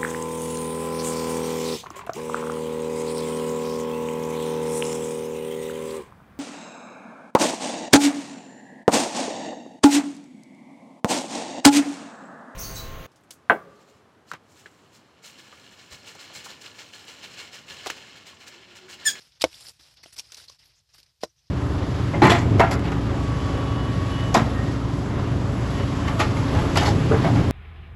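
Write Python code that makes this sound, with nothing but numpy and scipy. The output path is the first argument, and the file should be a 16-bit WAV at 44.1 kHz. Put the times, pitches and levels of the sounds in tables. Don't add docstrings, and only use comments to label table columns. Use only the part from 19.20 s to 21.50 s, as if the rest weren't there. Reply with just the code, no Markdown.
import sys
import numpy as np
from scipy import signal
from scipy.fft import rfft, irfft
from scipy.io import wavfile
from scipy.ndimage import uniform_filter1d

SR = 44100
rng = np.random.default_rng(int(sys.argv[2]) if len(sys.argv) > 2 else 0)


def wav_record(signal):
    frames = np.transpose(np.atleast_2d(signal))
    bounded = np.clip(frames, -1, 1)
    quanta = np.round(bounded * 32767).astype(np.int16)
    wavfile.write(sys.argv[1], SR, quanta)


def nominal_scale(level):
    x = np.asarray(level, float) / 20
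    return 10 ** x


N = 101429


def evened(x):
    return x / np.sqrt(np.mean(x ** 2) + 1e-20)


def colour(x, points):
    f, db = np.transpose(points)
    hz = np.fft.rfftfreq(len(x), 1 / SR)
    gain = nominal_scale(np.interp(np.log(hz + 1), np.log(f), db))
    return irfft(rfft(x) * gain, len(x))


def add(mix, s, sound):
    part = mix[max(round(s * SR), 0):][:len(sound)]
    part += sound[:len(part)]


def resonate(x, hz, width):
    turn = np.exp(2j * np.pi * hz * np.arange(len(x)) / SR)
    r = np.exp(-np.pi * width / SR)
    return 2 * (turn * signal.lfilter([1 - r], [1, -r], x / turn)).real


def band(x, hz, width):
    return resonate(resonate(x, hz, width), hz, width)


def slow(span_s):
    size = max(int(span_s * SR), 2)
    return evened(uniform_filter1d(uniform_filter1d(rng.standard_normal(N), size), size))


def patchy(x):
    z = signal.stft(x, nperseg=256)[2]
    patch = uniform_filter1d(rng.standard_normal(z.shape), size=7, axis=0)
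    patch = uniform_filter1d(patch, size=5, axis=1)
    patch_db = 2 * evened(patch)
    return signal.istft(z * nominal_scale(patch_db), nperseg=256)[1][:N]


def stroke(start, length, db, swell_db):
    edge_s, edge_share, lift_t60 = 0.0027, 0.1, 0.04
    t = np.arange(N) / SR - start
    edge = edge_s + edge_share * length
    gate = np.clip(t / edge + 0.5, 0, 1) ** 2
    fade_s = lift_t60 * edge / edge_s / 2
    drift_db = swell_db * np.clip(t / length, 0, 1)
    return gate * nominal_scale(db + drift_db - 60 * np.maximum(t - length, 0) / fade_s)


def without_deep_bass(x):
    return signal.sosfilt(signal.butter(4, 61, 'high', fs=SR, output='sos'), x)


# (f/Hz, level/dB per Hz)
HISS_COLOUR = [(18, -32), (30, -10.5), (134, -2), (367, -17), (2010, -18), (5230, -7.5), (6940, -18),
               (11600, -25), (14300, -34.5)]
# (t/s, level/dB)
GUSTS = [
    (0.0, -76.5),
    (0.34, -73),
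    (2.3, -75.5),
]


def outdoors(work):
    low_hz, high_hz, breeze_db, activity_power = 53.7, 143, 19, 0.25
    hiss_db, microphone_db = -64.5 - 11, -82.5
    shape = [(low_hz / 2, -30), (low_hz, 0), (high_hz, -2), (high_hz * 1.7, -30), (high_hz * 4, -70)]
    breeze = colour(rng.standard_normal(N), shape)
    breeze = breeze / np.sqrt(uniform_filter1d(breeze ** 2, size=6000))
    gusts = nominal_scale(breeze_db + np.interp(np.arange(N) / SR, *np.transpose(GUSTS)))
    activity = abs(uniform_filter1d(work ** 2, size=1500)) ** (activity_power / 2)
    hiss = evened(colour(rng.standard_normal(N), [(150, -39.5)] + HISS_COLOUR[3:])) * nominal_scale(hiss_db)
    return hiss + breeze * gusts * activity + nominal_scale(microphone_db) * rng.standard_normal(N)


# (t/s, peak level/dB, f/Hz, t60/s)
KNOCKS = [(0.595, -54, 294, 0.031), (.837, -36.5, 2050, 0.016), (.858, -42.5, 675, 0.029),
          (.859, -47, 1400, .016), (1.1, -50.5, 1320, 0.023), (1.12, -45.5, 1490, .015),
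          (.859, -44, 340, 0.022), (.986, -47, 914, 0.025), (.965, -45.5, 2260, 0.023),
          (1.2, -36, 1480, 0.0095), (1.298, -42, 1090, 0.018), (1.297, -47, 546, 0.021)]


def knocks():
    rise_s, roughness = 0.0017, 0.2
    out, t = np.zeros(N), np.arange(8000) / SR
    noise = rng.standard_normal((len(KNOCKS), len(t)))
    for (s, db, hz, t60), x in zip(KNOCKS, noise):
        note = np.sin(2 * np.pi * hz * t) + roughness * evened(resonate(x, hz, 0.6 * hz))
        add(out, s, np.minimum(t / rise_s, 1) * nominal_scale(db - 60 * t / t60) * note)
    return without_deep_bass(out)


# (t/s, peak level/dB, contact/s, crack level/dB, first dent level/dB, crack f/Hz)
CHOPS = [
    (0.2404, -16, .0011, 3, 9, 3200),
    (2.0353, -28.5, 0.0012, -8, 10.5, 4600),
]
# (f/Hz, level/dB, t60/s)
LOG_NOTES = [
    [(74, -19, .11), (149.8, -27, .07), (320, -10, .08), (423, -10, 0.042), (519.7, 1, .047),
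     (640.3, 4.5, .042), (790, -5, 0.021), (900, -9, .025), (1075.4, -8, 0.027), (1535, -11.5, .03),
     (1932, -10, 0.021), (2213, 4.5, .028), (2929, -0.5, .02), (4100, -3, .04)],
    [(75.3, -21.5, .11), (335, -8, .08), (470, 2, .04), (530, 0, 0.046), (613.5, 8, .04), (798, -9, .025),
     (710, -5, 0.027), (1034, 0, 0.031), (1498, -3, 0.031), (1850, -0.5, 0.025), (4053, 1, 0.047),
     (5010, -1, .025), (5840, 0, 0.045), (6700, 3, 0.026)],
]


def chops():
    ring_rise = 0.0001 * SR
    crack_width, crack_rise_s, crack_t60 = 3000, 0.00049, 0.022
    thud_hz, thud_width, thud_db, thud_rise_s, thud_t60 = 473, 570, -5, 0.004, 0.063
    out, t = np.zeros(N), np.arange(8000) / SR
    noise = rng.standard_normal((len(CHOPS), len(t)))
    for (s, db, contact, crack_db, dent_db, crack_hz), wood, x in zip(CHOPS, LOG_NOTES, noise):
        push = np.hanning(max(int(contact * SR), 4))
        add(out, s - 0.65 * contact, -nominal_scale(db + dent_db) * push)

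        ring = sum(nominal_scale(note_db - 60 * t / t60) * np.sin(2 * np.pi * hz * t) for hz, note_db, t60 in wood)
        ring = signal.lfilter([1], [1, -np.exp(-1 / ring_rise)], ring) / (ring_rise + 0.5)
        crack = evened(band(x, crack_hz, crack_width)) * np.minimum(t / crack_rise_s, 1)
        crack = crack * nominal_scale(crack_db - 60 * t / crack_t60)
        thud = evened(band(x[::-1], thud_hz, thud_width)) * np.minimum(t / thud_rise_s, 1)
        thud = thud * nominal_scale(thud_db - 60 * t / thud_t60)
        add(out, s, nominal_scale(db) * (ring + crack + thud))
    return without_deep_bass(out)


# (start t/s, length/s, level/dB, extra level of the notes other than 9750 Hz/dB)
SINGS = [
    (.826, .012, -70, -10),
    (.873, .019, -61, -20),
    (.903, .004, -66, -10),
    (.930, .011, -48, -11),
    (.966, .008, -66, 9),
    (.982, .008, -62, 11),
    (.9955, .003, -45, -9),
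]
# (f/Hz, width/Hz, level/dB, 1 if it takes the extra level)
BLADE_NOTES = [(9750, 90, 0, 0), (7910, 90, -1, 1), (13150, 400, -4, 1), (11400, 200, -8, 1)]


def blade():
    out, t = np.zeros(N), np.arange(N) / SR
    drag = rng.standard_normal((len(BLADE_NOTES), N))
    for (hz, width, db, follows), x in zip(BLADE_NOTES, drag):
        level = np.zeros(N)
        for start, length, sing_db, extra_db in SINGS:
            level += stroke(start, length, sing_db + extra_db * (follows > 0.5), -2)
        tone = evened(band(x, hz, width)) / 3 + np.sin(2 * np.pi * hz * t)
        out += nominal_scale(db) * level * tone
    return out


# (start t/s, length/s, level/dB, centre f/Hz, width/Hz)
HISSES = [(.2, .008, -52, 4560, 700), (.2105, 0.0044, -27.5, 3260, 1000), (0.2194, .006, -28, 3560, 1500),
          (0.223, 0.0044, -36, 5230, 600), (0.216, 0.0067, -40, 1100, 500), (.249, .008, -41, 4800, 2500),
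          (.979, .011, -41, 5300, 2000), (1.282, .018, -46.5, 4500, 1300), (1.45, .012, -60, 4700, 2500),
          (1.44, .05, -70.5, 11200, 1800), (1.555, 0.038, -66.5, 6300, 2203),
          (1.73, .012, -61.5, 5690, 1200), (1.742, .02, -67, 11800, 1500), (1.78, .028, -69, 11980, 1800),
          (2.028, .005, -52, 3010, 1200), (2.044, 0.013, -55, 5600, 1200), (2.06, .025, -66.5, 5160, 1500),
          (2.092, 0.019, -66.5, 5900, 700), (2.162, 0.047, -71, 5900, 900)]


def hisses():
    out = np.zeros(N)
    flicker = rng.standard_normal(N) * nominal_scale(2.8 * slow(0.002))
    for start, length, db, hz, width in HISSES:
        out += stroke(start, length, db, -2) * evened(band(flicker, hz, width))
    return out


# (f/Hz, level/dB per Hz)
RIND_COLOUR = [(88, -33.5), (150, -10.5), (770, -8), (1200, -8.5), (4890, 0), (6400, -8), (11200, -13),
               (14100, -24), (14900, -45)]
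# (t/s, peak level/dB, f/Hz, t60/s)
SNAPS = [(0.218, -11.5, 4800, 0.025), (.313, -50, 3310, 0.015), (.330, -44.5, 2670, 0.045),
         (.343, -32.5, 3480, 0.02), (0.408, -38, 4970, 0.024), (0.467, -33.5, 4550, 0.026),
         (0.485, -30.5, 4990, 0.016), (.502, -47.5, 6490, 0.015), (0.596, -65, 4510, 0.032),
         (0.771, -42, 4160, 0.016), (0.835, -37.5, 4485, 0.025), (.860, -41, 3015, 0.032),
         (0.9298, -36, 5540, 0.016), (0.965, -38.5, 5370, 0.045), (0.9872, -19.5, 5400, 0.015),
         (0.9946, -13.5, 5600, 0.012), (1.001, -26.5, 5650, 0.023), (1.019, -41, 3400, 0.017),
         (1.089, -55, 4800, 0.026), (1.1202, -21, 5720, 0.011), (1.145, -24.5, 5600, 0.013),
         (1.181, -42, 4600, 0.037), (1.201, -39, 3910, .03), (1.240, -40.5, 4900, 0.026),
         (1.297, -35.5, 5960, 0.036), (1.391, -46, 4914, 0.039), (1.83, -40.5, 4600, 0.028),
         (2.014, -42, 4890, 0.039), (2.191, -55.5, 5500, 0.047), (0.2186, -20, 7300, .02),
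         (.2245, -24, 3700, .018), (.2125, -25, 3100, .014), (.2435, -24, 5800, .02),
         (0.985, -34, 6000, .012), (.989, -27.5, 3200, .015), (.9965, -28, 3500, .015),
         (1.1223, -37, 3700, 0.029), (1.147, -37, 3400, .015), (1.151, -47, 13500, 0.021),
         (1.2835, -40, 4900, .015), (1.7445, -39.5, 4548, 0.018), (1.674, -60.5, 5200, .02),
         (1.863, -55, 5400, 0.031), (2.007, -51.5, 5400, .03), (.865, -44, 4630, .02)]


def snaps():
    rise_s, tick_width, puff_db, puff_low_db = 0.0005, 0.25, -5.5, -11
    tail_db, tail_stretch = -13, 3
    out, t = np.zeros(N), np.arange(3000) / SR
    noise = rng.standard_normal((len(SNAPS), 2, len(t)))
    for (s, db, hz, t60), (a, b) in zip(SNAPS, noise):
        tick = evened(band(a, hz, tick_width * hz))
        tick = tick + 2 * np.sin(2 * np.pi * hz * t) * nominal_scale(-120 * t / t60)
        puff = colour(colour(b, RIND_COLOUR), [(1500, puff_low_db), (2500, 0)])
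        puff = nominal_scale(puff_db) * evened(puff)
        tail = nominal_scale(tail_db - 60 * t / t60 / tail_stretch) * puff
        snap = nominal_scale(-60 * t / t60) * (tick + puff) + tail
        add(out, s, np.minimum(t / rise_s, 1) * nominal_scale(db - 9.5) * snap)
    return out


# (start t/s,
# length/s, level/dB, swell over the stroke/dB, brightness/dB)
STROKES = [(0, 0.11, -53, -11, -1), (0.116, 0.063, -67.5, 7.5, -8.5), (0.196, 0.017, -60, 12, 0),
           (0.21, 0.0045, -36.5, 1, 1.5), (0.2177, 0.0063, -32, -3, 8.5), (0.234, 0.0047, -55.5, 9, 9),
           (0.246, 0.065, -44.5, -16.5, 0.5), (0.312, 0.08, -54, 4, 2), (0.4, 0.097, -52, 4.5, 6.5),
           (0.533, 0.094, -63.5, -6, 0.5), (0.591, 0.15, -56.5, -3, -0.5), (0.766, 0.059, -53, -11, -14),
           (.83, 0.011, -51.5, 8, -1), (0.959, 0.015, -56, 6.5, 4.5), (.979, 0.0087, -46, 3.5, 3),
           (1.002, 0.182, -56, -5.5, 0), (1.12, 0.035, -52, -3, 1), (1.166, 0.086, -47.5, -6, 1.5),
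           (1.277, 0.027, -55.5, -3, -2), (1.309, 0.061, -55, -12, -2.5), (1.386, 0.11, -58.5, -4.5, -3),
           (1.501, .1, -67, 1, -8), (1.686, .15, -66, 1, -4), (1.858, 0.06, -67, -7.5, -5),
           (2.007, 0.043, -57, 3, 1),
           (.85, 0.099, -55.5, -7.5, -1),
    (0.924, 0.023, -54, -5.5, 6),
    (.998, 0.0057, -42, -4.5, 4),
    (1.738, 0.03, -62, -2.5, 5.5),
    (1.78, 0.026, -58.5, -5, 2.5),
    (2.028, 0.012, -48.5, 11, 1.5),
    (2.066, 0.062, -66.5, -15, 1),
    (2.157, 0.13, -72, 4.5, -15.5),
]


def rasp():
    grains_per_s, spread_db, grain_fade_s = 810, 3, 0.00055
    smooth_db, flicker_db = 4, -1
    presence_hz, presence_width, presence_db = 5330, 1500, -3.5
    size = nominal_scale(spread_db * np.minimum(rng.exponential(1, N), 4))
    grains = size * (rng.random(N) < grains_per_s / SR)
    puff = signal.lfilter([1], [1, -np.exp(-1 / (grain_fade_s * SR))], grains)
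    grit = evened(puff * rng.standard_normal(N)) + nominal_scale(smooth_db) * rng.standard_normal(N)
    body = evened(colour(patchy(grit) * nominal_scale(flicker_db * slow(0.018)), RIND_COLOUR))
    body = evened(body + nominal_scale(presence_db) * band(body, presence_hz, presence_width))
    treble = colour(body, [(5800, -40), (7000, 0)])
    out = np.zeros(N)
    for start, length, db, swell_db, bright_db in STROKES:
        out += stroke(start, length, db, swell_db) * (body + (nominal_scale(bright_db) - 1) * treble)
    return out


def scene():
    work = hisses() + snaps() + rasp()
    return (outdoors(work) + knocks() + chops() + blade() + work)[None]


def band_limit(x):
    return signal.sosfilt(signal.butter(12, 15080, fs=SR, output="sos"), x)


def record(dry):
    mix = signal.oaconvolve(dry, signal.firwin(201, 14400, fs=SR)[None], "same")
    return band_limit(mix)


dry = scene()
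out = record(dry)
wav_record(out)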